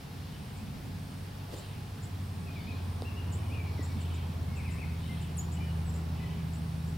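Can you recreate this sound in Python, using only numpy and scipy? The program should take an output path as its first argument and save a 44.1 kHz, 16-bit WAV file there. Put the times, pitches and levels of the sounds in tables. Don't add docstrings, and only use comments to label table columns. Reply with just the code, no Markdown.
import sys
import numpy as np
from scipy import signal
from scipy.io import wavfile

SR = 44100
rng = np.random.default_rng(int(sys.argv[2]) if len(sys.argv) > 2 else 0)


def store_wav(level_fs):
    pcm = np.round(np.clip(np.atleast_2d(level_fs), -1, 1) * 32767)
    wavfile.write(sys.argv[1], SR, pcm.T.astype(np.int16))


N = 307377
TIME = np.arange(N) / SR

# (frequency [Hz], relative density [dB])
RUMBLE_COLOUR = [(20, -40), (36, -28), (55, -10), (80, 0), (120, -2), (170, 1.5), (215, -2.5), (270, -8),
                 (330, -17.5), (420, -30)]
ROAR_COLOUR = [(180, -23), (300, -4), (368, -2.5), (416, 0.5), (540, -4.5), (829, -2.5), (1120, -5.5),
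               (1210, -10.5), (1700, -14), (2210, -25), (3740, -120)]
DEEP_AIR_COLOUR = [(20, -17), (36, -3.5), (55, -0.5), (75, -5)]
HISS_COLOUR = [(760, -13), (1300, -0.5), (2080, -2), (2540, -2), (3330, -3.5), (4950, -5), (7220, -15.5),
               (8270, -11.5), (8990, -7.5), (10800, -15), (15200, -16), (15800, -14.5)]
# (time [s], rumble level [dB], roar level [dB])
BED_RIDES = [(0, -51.5, -58.5), (0.9, -46.5, -58.5), (1.3, -54, -57.5), (2.1, -49.5, -58), (3.3, -47, -54),
             (5.1, -47.5, -56), (5.9, -46, -54), (6.96, -47.5, -57.5)]
# (frequency [Hz], left-right likeness [1 = mono])
STEREO_LIKENESS = [(60, 0.99), (130, .98), (290, 0.64), (640, 0.18), (1410, 0.14), (3100, 0.56),
                   (6820, 0.45), (15000, 1)]

# (time [s], level [dB])
FIRING_RIDE = [(0, -57), (.6, -51), (1.7, -58), (2.2, -40.5), (2.6, -43), (3, -36.5), (4.1, -35),
               (4.7, -37.5), (5.3, -39), (5.85, -34), (6.3, -41), (6.96, -38)]
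# (multiple of the cycle rate, level before [dB], level after [dB], time of the change [s])
OPENING_PARTIALS = [(8, -50.5, -45.5, 3.65), (10, -58, -40.5, 4.7)]
# (multiple of the cycle rate, level from the closest point on [dB])
WEAK_PARTIALS = [(2, -64.5), (3, -62), (4, -53.5), (6, -54.5), (7, -53), (9, -54), (11, -60), (13, -66),
                 (15, -59.5), (25, -67)]
# (time [s], firing rate [Hz], level [dB])
SECOND_ENGINE_RIDE = [(0, 93.4, -52), (.9, 93.7, -49.5), (1.5, 97, -44), (2.1, 100.7, -42.5),
                      (2.6, 105, -49), (3.2, 105.1, -42.5), (4.2, 103.1, -48.5), (5.5, 103.5, -47),
                      (6.97, 103.5, -50)]
# (pitch [Hz], level [dB])
WHINE_TONES = [(701, -69.5), (840.5, -68.5)]

# (start [s], length [s], centre pitch [Hz], level into the echo [dB])
SCATTERED_PHRASES = [(.14, .2, 3600, -58), (.37, .24, 2750, -60), (1.49, .13, 4000, -54.5),
                     (1.6, .15, 2950, -56.5), (2.499, .3, 3750, -55), (3.65, 0.27, 4496, -57),
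                     (3.95, .27, 2950, -52.5), (4.6, .14, 2300, -54.5), (4.961, .3, 3100, -52.5),
                     (5.551, 0.12, 2276, -56), (6.139, 0.25, 2850, -55)]
# (start [s], level into the echo [dB])
THIN_WHISTLES = [(.29, -69.5), (.93, -68.5), (1.44, -66.5), (2.13, -68), (2.75, -68), (3.23, -66),
                 (3.8, -68), (4.52, -66), (4.93, -65.5), (5.55, -68.5), (6.5, -70)]
SYLLABLE_BENDS = {"fall": (1.15, .83), "rise": (.88, 1.19), "arch": (.89, .87), "hold": (.96, .95),
                  "sag": (1.1, .98)}
# (start [s], length [s], middle pitch [Hz], level before the mix [dB], syllable name)
SONG_NOTES = [(2.46, .05, 2483, -55, "sag"), (2.558, .066, 2210, -54.5, "sag"),
              (2.665, 0.071, 2560, -51.5, "arch"), (3.045, .058, 2800, -52.5, "arch"),
              (3.15, .06, 2880, -53.5, "arch"), (3.29, .2, 3030, -64, "hold"),
              (3.375, .022, 2410, -55, "rise"), (3.42, .028, 2410, -55.5, "sag"),
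              (3.495, .059, 2524, -52, "rise"), (3.55, 0.081, 2360, -49.5, "sag"),
              (3.662, 0.038, 2340, -51, "arch"), (3.774, 0.052, 1980, -55, "sag"),
              (3.87, 0.056, 2280, -57, "sag"), (4.481, 0.072, 2210, -58.5, "hold"),
              (4.553, .071, 2447, -52.5, "fall"), (4.644, 0.057, 2330, -50.5, "fall"),
              (4.762, .04, 2360, -52, "rise"), (4.8, .046, 2400, -51.5, "fall"),
              (5.079, 0.068, 2095, -55, "hold"), (5.54, 0.17, 3003, -58.5, "hold"),
              (5.599, .03, 2420, -49, "hold"), (6.183, .072, 2026, -56, "hold")]
# (start [s], level before shaping [dB])
CHIP_CUES = [(.565, -55), (1.557, -47), (2.017, -46.5), (3.317, -44.5), (3.822, -45), (4.0, -51.5),
             (4.135, -52), (4.555, -52), (4.705, -50.5), (5.208, -51.5), (5.515, -46.5), (5.934, -47.5),
             (6.528, -50), (6.868, -54)]
# (time from its start [s], pitch [ratio to the lowest], relative level [dB])
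CHIP_CONTOUR = [(0, 1.32, -27), (.005, 1.17, -8), (.01, 1.02, -7.5), (.016, 1, -5.5), (.02, 1.08, -7.5),
                (.023, 1.25, -9), (.028, 1.08, -10), (.036, 1.1, -13.5), (.043, 1.15, -9)]
# (time [s], pitch [Hz], level [dB])
LOUD_CALL = [(5.364, 11300, -66), (5.369, 11100, -55), (5.38, 7800, -43), (5.387, 6970, -41.5),
             (5.396, 6760, -40), (5.405, 6950, -47), (5.419, 7300, -48), (5.423, 7400, -66)]
SOFT_ANSWER = [(5.855, 7880, -67), (5.88, 7920, -58), (5.89, 7700, -62), (5.9, 7570, -52),
               (5.912, 7550, -72)]

# (time [s], level [dB])
SWISH_RIDE = [(1.46, -66), (1.52, -50), (1.543, -41.5), (1.556, -51), (1.6, -48), (1.68, -67), (1.75, -95)]
# (frequency [Hz], relative density [dB])
SWISH_COLOUR = [(200, -8), (350, 4), (500, 7), (750, -8.5), (1000, -5), (1600, -17), (4200, -16),
                (8000, -20), (15000, -27)]
# (frequency [Hz], level [dB], t60 [s])
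SANDAL_MODES = [(440, -29, 0.023), (700, -29.5, 0.013), (990, -33.5, 0.0092), (3720, -36, 0.0046),
                (4900, -35, 0.0043), (9000, -39, .002)]
TURF_MODES = [(252, -37, 0.11), (304, -31, .06), (425, -33.5, 0.041), (604, -37, 0.023)]


def from_db(db):
    return 10 ** (np.asarray(db) / 20)


def rms_one(x):
    return x / np.sqrt(np.mean(x ** 2) + 1e-20)


def in_time(rows):
    times, *columns = np.transpose(rows)
    return [np.interp(TIME, times, column) for column in columns]


def at_hz(points, hz):
    frequencies, values = np.transpose(points)
    return np.interp(np.log(hz), np.log(frequencies), values)


def drift(rate_hz):
    hop, settle = 40, 2000
    pole = np.exp(-2 * np.pi * rate_hz * hop / SR)
    white = rng.standard_normal(N // hop + settle + 2)
    slow = signal.lfilter([1], [1, -2 * pole, pole * pole], white)[settle:]
    return np.interp(np.arange(N) / hop, np.arange(len(slow)), rms_one(slow))


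def tone(hz):
    return np.sqrt(2) * np.sin(2 * np.pi * (np.cumsum(hz) / SR + rng.random()))


def add(out, start_s, sound):
    i = max(0, round(start_s * SR))
    out[i:i + len(sound)] += sound[:max(0, N - i)]


def pan(x, left_db):
    return x * from_db([[left_db / 2], [-left_db / 2]])


def widen(mid, side, alike):
    return np.sqrt(1 + alike) * mid + np.sqrt(1 - alike) * side * [[1], [-1]]


def banded_noise(colour, flicker_db):
    out, edges = 0, np.geomspace(18, 18000, 31)
    white = rng.standard_normal((2, 2, N))
    for k, (low, high) in enumerate(zip(edges, edges[1:])):
        if high < colour[0][0] or low > colour[-1][0]:
            continue
        hz = np.sqrt(low * high)
        band = signal.butter(2, [low, high], "band", fs=SR, output="sos")
        mid, side = signal.sosfilt(band, white[k % 2])
        gain = from_db(at_hz(colour, hz) + flicker_db * drift(10.6))
        out = out + gain * widen(mid, side, at_hz(STEREO_LIKENESS, hz))
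    return rms_one(out)


def woods(x, t60, alike=0.77, build_s=0.011):
    t = TIME[:SR]
    envelope = from_db(-60 * t / t60) * (1 - np.exp(-t / build_s))
    mid, side = rng.standard_normal((2, SR)) * envelope
    tail = rms_one(widen(mid, side, alike)) / np.sqrt(SR)
    return signal.fftconvolve(x[None], tail, axes=1)[:, :N]


def whistle(length_s, start_hz, middle_hz, end_hz, fade_s=0.006):
    progress = np.linspace(0, 1, round(length_s * SR))
    bend = np.polyfit([0, .5, 1], [start_hz, middle_hz, end_hz], 2)
    envelope = np.minimum(1, np.minimum(progress, 1 - progress) * length_s / fade_s)
    return tone(np.polyval(bend, progress)) * envelope


def glide(rows, octave_db):
    times, hz, db = np.transpose(rows)
    t = np.arange(times[0], times[-1], 1 / SR)
    pitch = np.interp(t, times, hz)
    air_gain = np.interp(2 * pitch, [13800, 15200], [1, 0])
    voice = tone(pitch) + from_db(octave_db) * tone(2 * pitch) * air_gain
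    return from_db(np.interp(t, times, db)) * voice


def background(boost_db=4, air_db=-54.5):
    rumble_db, roar_db = in_time(BED_RIDES)
    rumble = from_db(rumble_db + boost_db) * banded_noise(RUMBLE_COLOUR, flicker_db=2.0)
    roar = from_db(roar_db + boost_db) * banded_noise(ROAR_COLOUR, flicker_db=1.0)
    deep_air = banded_noise(DEEP_AIR_COLOUR, flicker_db=-0.5)
    hiss = banded_noise(HISS_COLOUR, flicker_db=0.42)
    return pan(rumble, -0.87) + pan(roar, -1.2) + from_db(air_db) * (deep_air + hiss)


def passing_engine(firing_hz=85.85, firing_order=5, doppler_hz=6.0, closest_s=3.83, pass_s=1.8):
    opening_s, approach_db, waver_db, wander_hz = 0.46, 4, 3, 0.91
    receding = (TIME - closest_s) / np.hypot(TIME - closest_s, pass_s)
    cycle_hz = (firing_hz - doppler_hz * receding) / firing_order * (1 + .002 * drift(3.7))
    firing_db, = in_time(FIRING_RIDE)
    out = from_db(firing_db + 1.03 * drift(3.6)) * tone(firing_order * cycle_hz)
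    for order, before_db, after_db, change_s in OPENING_PARTIALS:
        opened = .5 + .5 * np.tanh((TIME - change_s) / opening_s)
        out += from_db(before_db + (after_db - before_db) * opened) * tone(order * cycle_hz)
    distance_db = approach_db * np.minimum(receding, 0)
    for order, db in WEAK_PARTIALS:
        gain = from_db(db + distance_db + waver_db * drift(1.4))
        out += gain * tone(order * cycle_hz + wander_hz * drift(3.04))
    return out


def second_engine(waver_db=2):
    hz, db = in_time(SECOND_ENGINE_RIDE)
    return from_db(db + waver_db * drift(1.4)) * tone(hz)


def machine_whine(waver_db=2.0, wander_hz=1.83):
    return sum(from_db(db + waver_db * drift(3.9)) * tone(hz + wander_hz * drift(7.5))
               for hz, db in WHINE_TONES)


def scattered_phrases(note_s=0.014, step_s=.003, sink_oct_per_s=1.0, spread_oct=.32, highest_hz=5400):
    runs = np.zeros(N)
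    for start_s, length_s, centre_hz, db in SCATTERED_PHRASES:
        offsets = rng.uniform(-0.992, 1, size=256)
        bends = 1 + 0.0697 * rng.standard_normal(size=(256, 3))
        gain = from_db(db) * np.sqrt(step_s / note_s)
        for t, offset, bend in zip(np.arange(0, length_s, step_s), offsets, bends):
            hz = centre_hz * 2 ** (spread_oct * offset + sink_oct_per_s * (length_s / 2 - t))
            if hz < highest_hz:
                add(runs, start_s + t, gain * whistle(note_s, *(hz * bend)))
    blur = from_db(-2.0) * woods(runs, t60=0.14, alike=0.88)
    tail = from_db(-4.0) * woods(runs, t60=1.2, alike=0.82)
    return pan(blur + tail, 2.2)


def thin_calls(length_s=.34, fade_s=.08, centre_hz=8900, rise_hz=199, quaver_hz=270, wander_hz=110):
    out, t = np.zeros(N), np.arange(0, length_s, 1 / SR)
    swell = np.minimum(1, np.minimum(t, length_s - t) / fade_s)
    pitch = centre_hz + quaver_hz * drift(195) + wander_hz * drift(.5)
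    rise = rise_hz * (t / length_s - .5)
    for start_s, db in THIN_WHISTLES:
        hz = np.interp(start_s + t, TIME, pitch) + rise
        add(out, start_s, from_db(db) * swell * tone(hz))
    return woods(out, t60=.35, alike=0.64)


def songbird(direct_db=-3.5, leaves_db=-8.0, echo_db=-6, flutter_db=3.0):
    song = np.zeros(N)
    for start_s, length_s, hz, db, syllable in SONG_NOTES:
        start, end = SYLLABLE_BENDS[syllable]
        add(song, start_s, from_db(db) * whistle(length_s, start * hz, hz, end * hz))
    song *= from_db(flutter_db * drift(37))
    leaves = from_db(leaves_db) * woods(song, t60=0.26, alike=0.43)
    tail = from_db(echo_db) * woods(song, t60=1.0, alike=0.62)
    return pan(from_db(direct_db) * song + leaves, 5.3) + pan(tail, 3.9)


def small_bird(dip_hz=7000, drop_hz_per_db=27, direct_db=-3, flutter_db=2):
    chips, calls = np.zeros((2, N))
    average_db = np.mean([db for _, db in CHIP_CUES])
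    for start_s, db in CHIP_CUES:
        lowest_hz = dip_hz - drop_hz_per_db * (db - average_db)
        contour = np.array(CHIP_CONTOUR) * [1, lowest_hz, 1] + [0, 0, db]
        add(chips, start_s, glide(contour, octave_db=-28))
    for call in (LOUD_CALL, SOFT_ANSWER):
        add(calls, call[0][0], glide(call, octave_db=-15))
    direct = calls + chips * from_db(direct_db + flutter_db * drift(60))
    leaves = from_db(-5) * woods(chips, t60=.1) + from_db(-10) * woods(calls, t60=0.18)
    tail = from_db(-19) * woods(chips + calls, t60=0.76)
    return pan(direct, .7) + leaves + tail


def knock(modes, start_s, contact_s):
    out, t = np.zeros(N), TIME[:SR // 4]
    ring = sum((-1) ** k * from_db(db - 60 * t / t60) * np.sin(2 * np.pi * hz * t)
               for k, (hz, db, t60) in enumerate(modes))
    add(out, start_s, ring * (1 - np.exp(-t / contact_s)))
    return out


def sandal_and_club(echo_db=-15):
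    slap = knock(SANDAL_MODES, start_s=3.021, contact_s=.00005)
    thud = knock(TURF_MODES, start_s=3.7905, contact_s=0.0012)
    return slap + thud + from_db(echo_db) * woods(slap + thud, t60=0.34)


def swing():
    level_db, = in_time(SWISH_RIDE)
    return from_db(level_db) * banded_noise(SWISH_COLOUR, flicker_db=0.5)


def scene():
    bed = passing_engine() + second_engine() + machine_whine() + background()
    golfer = sandal_and_club() + swing()
    birds = songbird() + scattered_phrases() + thin_calls() + small_bird()
    return bed + golfer + birds


def record(dry):
    cutoff_hz = 15800
    return signal.sosfilt(signal.ellip(12, .1, 80, cutoff_hz, fs=SR, output="sos"), dry)


dry = scene()
out = record(dry)
store_wav(out)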